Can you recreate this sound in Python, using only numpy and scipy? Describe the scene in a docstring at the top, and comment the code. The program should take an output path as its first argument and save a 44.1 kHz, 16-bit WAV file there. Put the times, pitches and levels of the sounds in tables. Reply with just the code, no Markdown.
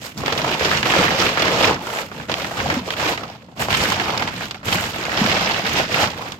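"""In a room with a short tail, a woven plastic tarp is dragged off a pile of engine parts in many short pulls,
close to a pair of microphones. Bursts of clicks ring resonant folds: the creases buckling. Filtered noise is the
sheet sliding on itself, and low noise the air it billows. Single creases snap over as three quick jumps through
a resonance, and a few times a slack fold flops with a hollow thump, a short decaying sine."""
import sys
import numpy as np
from scipy import signal
from scipy.fft import rfft, irfft, next_fast_len
from scipy.io import wavfile

SR = 44100
rng = np.random.default_rng(int(sys.argv[2]) if len(sys.argv) > 2 else 0)


def master_out(mix):
    """Clip the mix to full scale and print it as 16-bit PCM to the path in sys.argv[1]."""
    frames = np.transpose(np.atleast_2d(mix))
    ceiling = np.clip(frames, -1, 1)
    pcm = np.round(ceiling * 32767).astype(np.int16)
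    wavfile.write(sys.argv[1], SR, pcm)


N = 281799

# Large creases snapping over.
# Each row: start in seconds, rms level of the first 6 ms in dB, pitch in Hz, decay time (T60) of the sheet in seconds.
LARGE_SNAPS = [(0.1764, -34, 4960, 0.097), (0.2356, -23, 700, 0.0096), (0.2605, -23, 2480, 0.018),
               (0.2799, -17.5, 1380, 0.015), (0.323, -24, 3200, 0.073), (0.3775, -23, 3490, 0.034),
               (0.4453, -19.5, 1260, 0.024), (0.5957, -30, 4530, 0.017), (0.7138, -17, 1690, 0.012),
               (0.829, -18.5, 2240, 0.03), (1.373, -19, 1590, 0.17), (1.9866, -23.5, 1920, 0.039),
               (2.1157, -31, 1120, 0.051), (2.199, -32, 1450, 0.036), (2.2966, -25, 1330, 0.028),
               (2.3167, -23.5, 3250, 0.03), (2.3406, -20, 2680, 0.011), (2.4451, -23.5, 1830, 0.027),
               (2.511, -29, 1300, 0.041), (2.7006, -20.5, 1900, 0.18), (2.9046, -21, 2480, 0.024),
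               (3.1758, -25.5, 2240, 0.052), (3.2336, -29, 1080, 0.11), (3.4849, -43, 720, 0.083),
               (3.5936, -42, 1530, 0.076), (3.685, -20, 1050, 0.024), (3.7052, -21, 2280, 0.088),
               (3.9202, -18.5, 960, 0.013), (3.9979, -19.5, 2000, 0.029), (4.0951, -20.5, 980, 0.015),
               (4.176, -22.5, 3870, 0.02), (4.2228, -21.5, 2120, 0.031), (4.2746, -23, 2350, 0.047),
               (4.51, -25.5, 3270, 0.039), (4.5447, -32, 1930, 0.051), (4.63, -38, 1460, 0.083),
               (4.7262, -19.5, 2800, 0.052), (5.261, -20.5, 2340, 0.022), (6.3202, -30.5, 3770, 0.015)]
# The pulls of the hands.
# Each row: start in seconds, length in seconds, level of the broad folds at mid-pull in dB, swell from start to
# end in dB, then, relative to the folds: small creases in dB, sizzle of the weave in dB, billowing air in dB.
HAND_PULLS = [(-.02, 0.091, -41.5, 6, 3, -7, -7.5), (.148, 0.056, -32, -1, -4, -13, 4.5),
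              (.215, 0.33, -25, 2.5, -3, -22, -8.5), (.565, 0.21, -23.5, 2.5, 0.5, -18.5, -7),
              (.82, 0.23, -20.5, 3.5, -1, -21.5, -7.5), (1.064, .12, -21.5, -7.5, -1, -21, -10),
              (1.169, 0.18, -21, -11.5, -1.5, -19, -8), (1.35, 0.34, -21, 3.5, -1.5, -22, -8),
              (1.605, 0.094, -20.5, 6.5, -15.5, -34, -28), (1.798, 0.21, -30, 4, -3, -15.5, -10.5),
              (2.09, .14, -40, 2, -1, -15.5, 3), (2.283, 0.068, -20.5, -23, -2.5, -23, -7),
              (2.339, 0.22, -31, -5.5, -1.5, -16, -5.5), (2.541, 0.22, -26.5, -2, -3, -19.5, -3),
              (2.83, 0.11, -30.5, -3, -1.5, -19, -6), (2.952, 0.15, -23.5, 3, -2, -18.5, -11),
              (3.16, 0.21, -38.5, -12, -3, -22, -8), (3.549, .07, -32.5, 16, -0.5, -11.5, -3.5),
              (3.668, .26, -24.5, 0, 2, -15, -5), (3.932, 0.34, -26.5, -2.5, -3.5, -22.5, -6),
              (4.285, .16, -37, 5, 1.5, -13.5, -2), (4.46, 0.086, -36.5, -8, -4.5, -24, -5),
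              (4.628, .12, -27, 6.5, 1.5, -12.5, -1), (4.75, 0.15, -28, -5, -0.5, -13.5, -7.5),
              (4.92, 0.24, -29, 0.5, -1, -18.5, -6.5), (5.139, 0.44, -23.5, -4.5, 0, -21, -8),
              (5.601, .2, -26, 8.5, 1, -19, -6), (5.859, .17, -25.5, 12.5, 0.5, -17, -7.5),
              (6.114, .2, -34, 1, -2.5, -19, -8)]
RIGHT_LATE_S, MIC_SPACING_S = 0.00042, 0.00037  # lag of the right for sound from the left; travel between the mics


def from_db(db):
    """Decibels to gain."""
    return 10 ** (np.asarray(db) / 20)


def rms_one(x):
    """Scale so that the mean of the channels has rms 1."""
    return x / np.sqrt(np.mean(np.atleast_2d(x).mean(0) ** 2) + 1e-20)


def in_time(rows):
    """The columns of a curve at every sample."""
    s, *columns = np.transpose(rows)
    return [np.interp(np.arange(N) / SR, s, c) for c in columns]


def add(out, s, sound):
    """Mix a sound in at time s."""
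    start = max(round(s * SR), 0)
    out[:, start:start + sound.shape[-1]] += sound[..., :max(N - start, 0)]


def drift(rate_hz):
    """Slow random drift of rms 1: noise through a double low-pass, worked out every 20 samples."""
    r = np.exp(-40 * np.pi * rate_hz / SR)
    noise = rng.standard_normal(N // 20 + 2002)
    slow = signal.lfilter([1], [1, -2 * r, r * r], noise)[2000:]  # drop the filter's run-in
    return np.interp(np.arange(N) / 20, np.arange(len(slow)), rms_one(slow))


def coloured(x, spectrum):
    """Minimum-phase filter through (Hz, dB) points: nothing sounds early."""
    size = 2 * next_fast_len(x.shape[-1] // 2 + SR // 20, real=True)
    hz, db = np.transpose(spectrum)
    log_f = np.log(np.fft.rfftfreq(size, 1 / SR) + 1)
    log_gain = np.log(from_db(np.interp(log_f, np.log(hz), db)))
    cepstrum = irfft(log_gain)[:size // 2]
    cepstrum[1:] *= 2  # fold the cepstrum onto positive time
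    return irfft(rfft(x, size) * np.exp(rfft(cepstrum, size)))[..., :x.shape[-1]]


def stereo_noise(size, direct):
    """White noise at two spaced mics: a direct share of the treble comes from the left, the rest from all around."""
    padded = 2 * next_fast_len(size // 2 + 1)
    f = np.fft.rfftfreq(padded, 1 / SR)
    direct = np.clip(direct, 0, .95) * f / (f + 1000)
    from_left = direct * np.exp(-2j * np.pi * f * RIGHT_LATE_S)
    all_around = (1 - direct) * np.sinc(2 * f * MIC_SPACING_S)
    alike = from_left + all_around
    left, other = rfft(rng.standard_normal((2, padded)))
    right = alike * left + np.sqrt(np.maximum(1 - abs(alike) ** 2, 0)) * other
    return irfft([left, right])[:, :size]


def pulled(colour_db, release_db_per_s, rest_db):
    """Level of one layer in dB: every pull takes up the slack, swells or eases, and dies away when the hand stops."""
    attack_s = 0.055
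    t = np.arange(0, N, 40) / SR
    power = from_db(2 * rest_db)
    for (start, length, level_db, swell_db, *_), own_db in zip(HAND_PULLS, colour_db):
        since = t - start
        held_db = level_db + own_db + swell_db * (np.clip(since / length, 0, 1) - .5)
        fallen_db = release_db_per_s * np.maximum(since - length, 0)
        gain = np.clip(since / attack_s, 0, 1) * from_db(held_db - fallen_db)
        power = power + gain ** 2
    return np.interp(np.arange(N) / SR, t, 10 * np.log10(power))


def buckling(effort_db, bursts):
    """Clicks of very unequal size; they come faster under a hard pull and in bursts."""
    hurry_db = 0.23 * (effort_db + 28.5)
    per_s = 1500 * from_db(hurry_db + 2.0 * bursts)
    sizes = from_db(4.0 * np.minimum(rng.exponential(1, N), 3.8)) * rng.choice([-1, 1], N)
    happens = rng.random(N) < per_s / SR
    return sizes * happens * from_db(-hurry_db / 2)  # under a harder pull each is smaller


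def dying(power, t60):
    """Energy lingers and dies away; its sum is kept."""
    keep = from_db(-120 / (t60 * SR))  # power falls by 60 dB in t60
    return signal.lfilter([1 - keep], [1, -keep], power + 1e-18)


def fold(clicks, noise, hz, width, sheet_db, sheet_t60):
    """Clicks and their scatter through sheet and room, shaped by the resonance of one fold."""
    room_t60_s, room_db = .22, -7
    power = clicks ** 2
    in_sheet = from_db(2 * sheet_db) * dying(power, sheet_t60)
    in_room = from_db(2 * room_db) * dying(power, room_t60_s)
    sound = noise * np.sqrt(in_sheet + in_room)
    # broad folds lie ahead, small creases to the left
    leftward = min(hz / 2300, 1) * (1 + .2 * rng.standard_normal())
    sound += [clicks, np.roll(clicks, round(leftward * RIGHT_LATE_S * SR))]
    r, w = np.exp(-np.pi * width * hz / SR), 2 * np.pi * hz / SR  # width: bandwidth over pitch
    return signal.lfilter((1 - r * r) / 2 * np.array([1, 0, -1]), [1, -2 * r * np.cos(w), r * r], sound)


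def crinkle(clicks, sliding, spectrum, slide_db, width, sheet_db, count):
    """Clicks dealt to folds that tighten and slacken, over the hiss of the sheet sliding on itself; rms 1."""
    # The fold that rings most, as the free part of the sheet changes size.
    # Each row: time in seconds, pitch in Hz.
    main_fold = [(0, 515), (2.0, 445), (2.5, 650), (3.1, 550), (3.7, 810), (4.3, 890), (4.9, 784),
                 (6.39, 580)]
    main_fold_db, sheet_t60_s = 4, .035
    dealt, scatter, rings = rng.integers(0, count, N), stereo_noise(N, direct=0.23), 0
    main_hz, = in_time(main_fold)
    for k, hz in enumerate(np.geomspace(spectrum[1][0], spectrum[-2][0], count)):
        near_main = np.exp(-10 * np.log2(hz / main_hz) ** 2)
        taut = from_db(3.0 * drift(26) + main_fold_db * near_main)
        own_clicks = clicks * taut * (dealt == k)
        own_scatter = np.roll(scatter, k * SR // 10, axis=1)  # a different stretch of noise for each fold
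        rings = rings + fold(own_clicks, own_scatter, hz, width, sheet_db, sheet_t60_s)
    ringing = rms_one(coloured(rings, spectrum))
    hiss = rms_one(coloured(sliding, spectrum))
    return rms_one(ringing + from_db(slide_db) * hiss)


def rustle(folds_db, creases_db, weave_db):
    """The same buckles sound in broad folds, small creases and the weave."""
    # Tone of each of the three as it reaches the microphones; the weave dips deeply near 9.6 kHz. Each row:
    # frequency in Hz, filter gain in dB.
    fold_tone = [(160, -43.5), (300, -1), (398, -5), (477, 0), (527, -1.5), (646, -0.5), (898, -1),
                 (1090, -3.5), (1500, -4), (1950, -90), (3300, -120)]
    crease_tone = [(880, -13), (1500, -1), (2910, -3.5), (3790, -8), (5140, -11.5), (7000, -21.5),
                   (9100, -50), (15400, -120)]
    weave_tone = [(4100, -18.5), (7000, -3), (8200, -6.5), (9600, -17.5), (12400, -8), (15000, -17),
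                  (17000, -19)]
    bursts = drift(70)
    clicks = buckling(creases_db, bursts)
    sliding = stereo_noise(N, direct=0.054) * from_db(0.1 * bursts)
    # slide_db: sliding hiss against buckling; the added dB trims each layer
    folds = crinkle(clicks, sliding, fold_tone, slide_db=-7, width=0.17, sheet_db=1.0, count=11)
    folds = from_db(folds_db - 0.5) * folds
    creases = crinkle(clicks, sliding, crease_tone, slide_db=-5, width=0.58, sheet_db=6.0, count=7)
    creases = from_db(creases_db - 0.5) * creases
    weave = crinkle(clicks, sliding, weave_tone, slide_db=-4, width=.7, sheet_db=4, count=2)
    weave = from_db(weave_db + 0.5) * weave
    return folds + creases + weave


def billow(level_db):
    """The moving sheet pushes lumps of air; slack folds flop with a short hollow note."""
    # Tone of the moving air. Each row: frequency in Hz, filter gain in dB.
    air_tone = [(8, -70), (25, -43), (50, -11.5), (92, -2.5), (193, -1.5), (280, -5.5), (400, -14.5),
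                (800, -40), (2000, -100)]
    # Slack folds flopping.
    # Each row: start in seconds, level in dB before soft start and decay, pitch in Hz, decay time (T60) in seconds.
    thumps = [(0.988, -10, 180, 0.078), (2.768, -12, 249, 0.094), (2.814, -19.5, 186, 0.11),
              (4.731, -22, 191, 0.061), (5.215, -2, 209, 0.055), (5.251, -4, 208, 0.043)]
    unshared = 0.2 * rng.standard_normal((2, N))  # a little noise of its own on each side
    air = coloured(stereo_noise(N, direct=0.68) + unshared, air_tone)
    out = from_db(level_db + 1) * rms_one(air * from_db(drift(8.6)))
    t = np.arange(SR // 4) / SR
    for s, start_db, hz, t60 in thumps:
        soft_start = 1 - np.exp(-2 * hz * t)
        add(out, s, from_db(start_db - 60 * t / t60) * soft_start * np.sin(2 * np.pi * hz * t))
    return out


def stalling():
    """The sheet stalls as tension builds against a large crease: the rustle hushes until it gives way."""
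    stall_db, stall_s = 2, .018
    hush, size = np.zeros((1, N)), round(stall_s * SR)
    for s, *_ in LARGE_SNAPS:
        add(hush, s - stall_s, np.linspace(0, 1, size) ** .5)
    return from_db(-stall_db * hush[0])


def snaps(rows):
    """Creases flip over at their own pitch: a crack runs along the crease in three quick jumps."""
    # Tone of a crack as it reaches the microphones, with a deep dip near 9.7 kHz. Each row: frequency in Hz,
    # filter gain in dB.
    snap_tone = [(100, -29), (400, 16), (1000, 9), (3000, 0.5), (5000, -1), (8000, -9), (9700, -22),
                 (12500, -9), (16000, -14)]
    out, size, attack = np.zeros((2, N)), SR // 6, SR // 166
    for s, level_db, hz, t60 in rows:
        jumps = np.zeros(size)
        jumps[[0, *rng.integers(10, attack // 2, 2)]] = 1, -.7, .5
        scatter = stereo_noise(size, direct=0.055)
        crack = coloured(fold(jumps, scatter, hz, width=0.7, sheet_db=5.0, sheet_t60=t60), snap_tone)
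        add(out, s, from_db(level_db) * crack / crack.mean(0)[:attack].std())
    return out


def lesser_snaps(creases_db, count):
    """Snaps at chance moments and pitches, about as loud as the small creases around them."""
    over_db, middle_hz, t60_s = 0.5, 2000, 0.057
    rows = []
    for when, size, pitch in rng.random((count, 3)):
        level_db = creases_db[int(when * N)] + over_db + 6 * (size - .5)
        hz = middle_hz * 2 ** (2 * pitch - 1)  # within an octave either way
        rows.append((when * N / SR, level_db, hz, t60_s))
    return rows


def scene():
    """The tarp is all that sounds; the pulls drive rustle, air and lesser snaps."""
    creases, weave, air = np.transpose(HAND_PULLS)[4:]
    # the sheet never lies quite still (rest_db); the air settles more slowly
    folds_db = pulled(np.zeros(len(HAND_PULLS)), release_db_per_s=198, rest_db=-52)
    creases_db = pulled(creases, release_db_per_s=198, rest_db=-57)
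    weave_db = pulled(weave, release_db_per_s=198, rest_db=-71.5)
    air_db = pulled(air, release_db_per_s=99, rest_db=-46)
    sheet = rustle(folds_db, creases_db, weave_db) * stalling() + billow(air_db)
    return sheet + snaps(LARGE_SNAPS) + snaps(lesser_snaps(creases_db, count=36))


def record(dry):
    """The left microphone is duller than the right; peaks are rounded, the top is cut."""
    # Left minus right, shared half to each side. Each row: frequency in Hz, difference in dB.
    left_right = [(60, 1.5), (110, -0.5), (200, 0.5), (380, 0.5), (700, 0.5), (1290, -2.5), (2380, -4),
                  (4400, -6.5), (8120, -8), (15000, -10.5)]
    cutoff_hz = 15950
    heard = []
    for x, side in zip(dry, (1, -1)):
        heard.append(coloured(x, [(hz, side * db / 2) for hz, db in left_right]))
    rounded = 1.4 * np.tanh(np.array(heard) / 1.4)
    return signal.sosfilt(signal.ellip(10, .2, 80, cutoff_hz, fs=SR, output="sos"), rounded)


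dry = scene()
out = record(dry)
master_out(out)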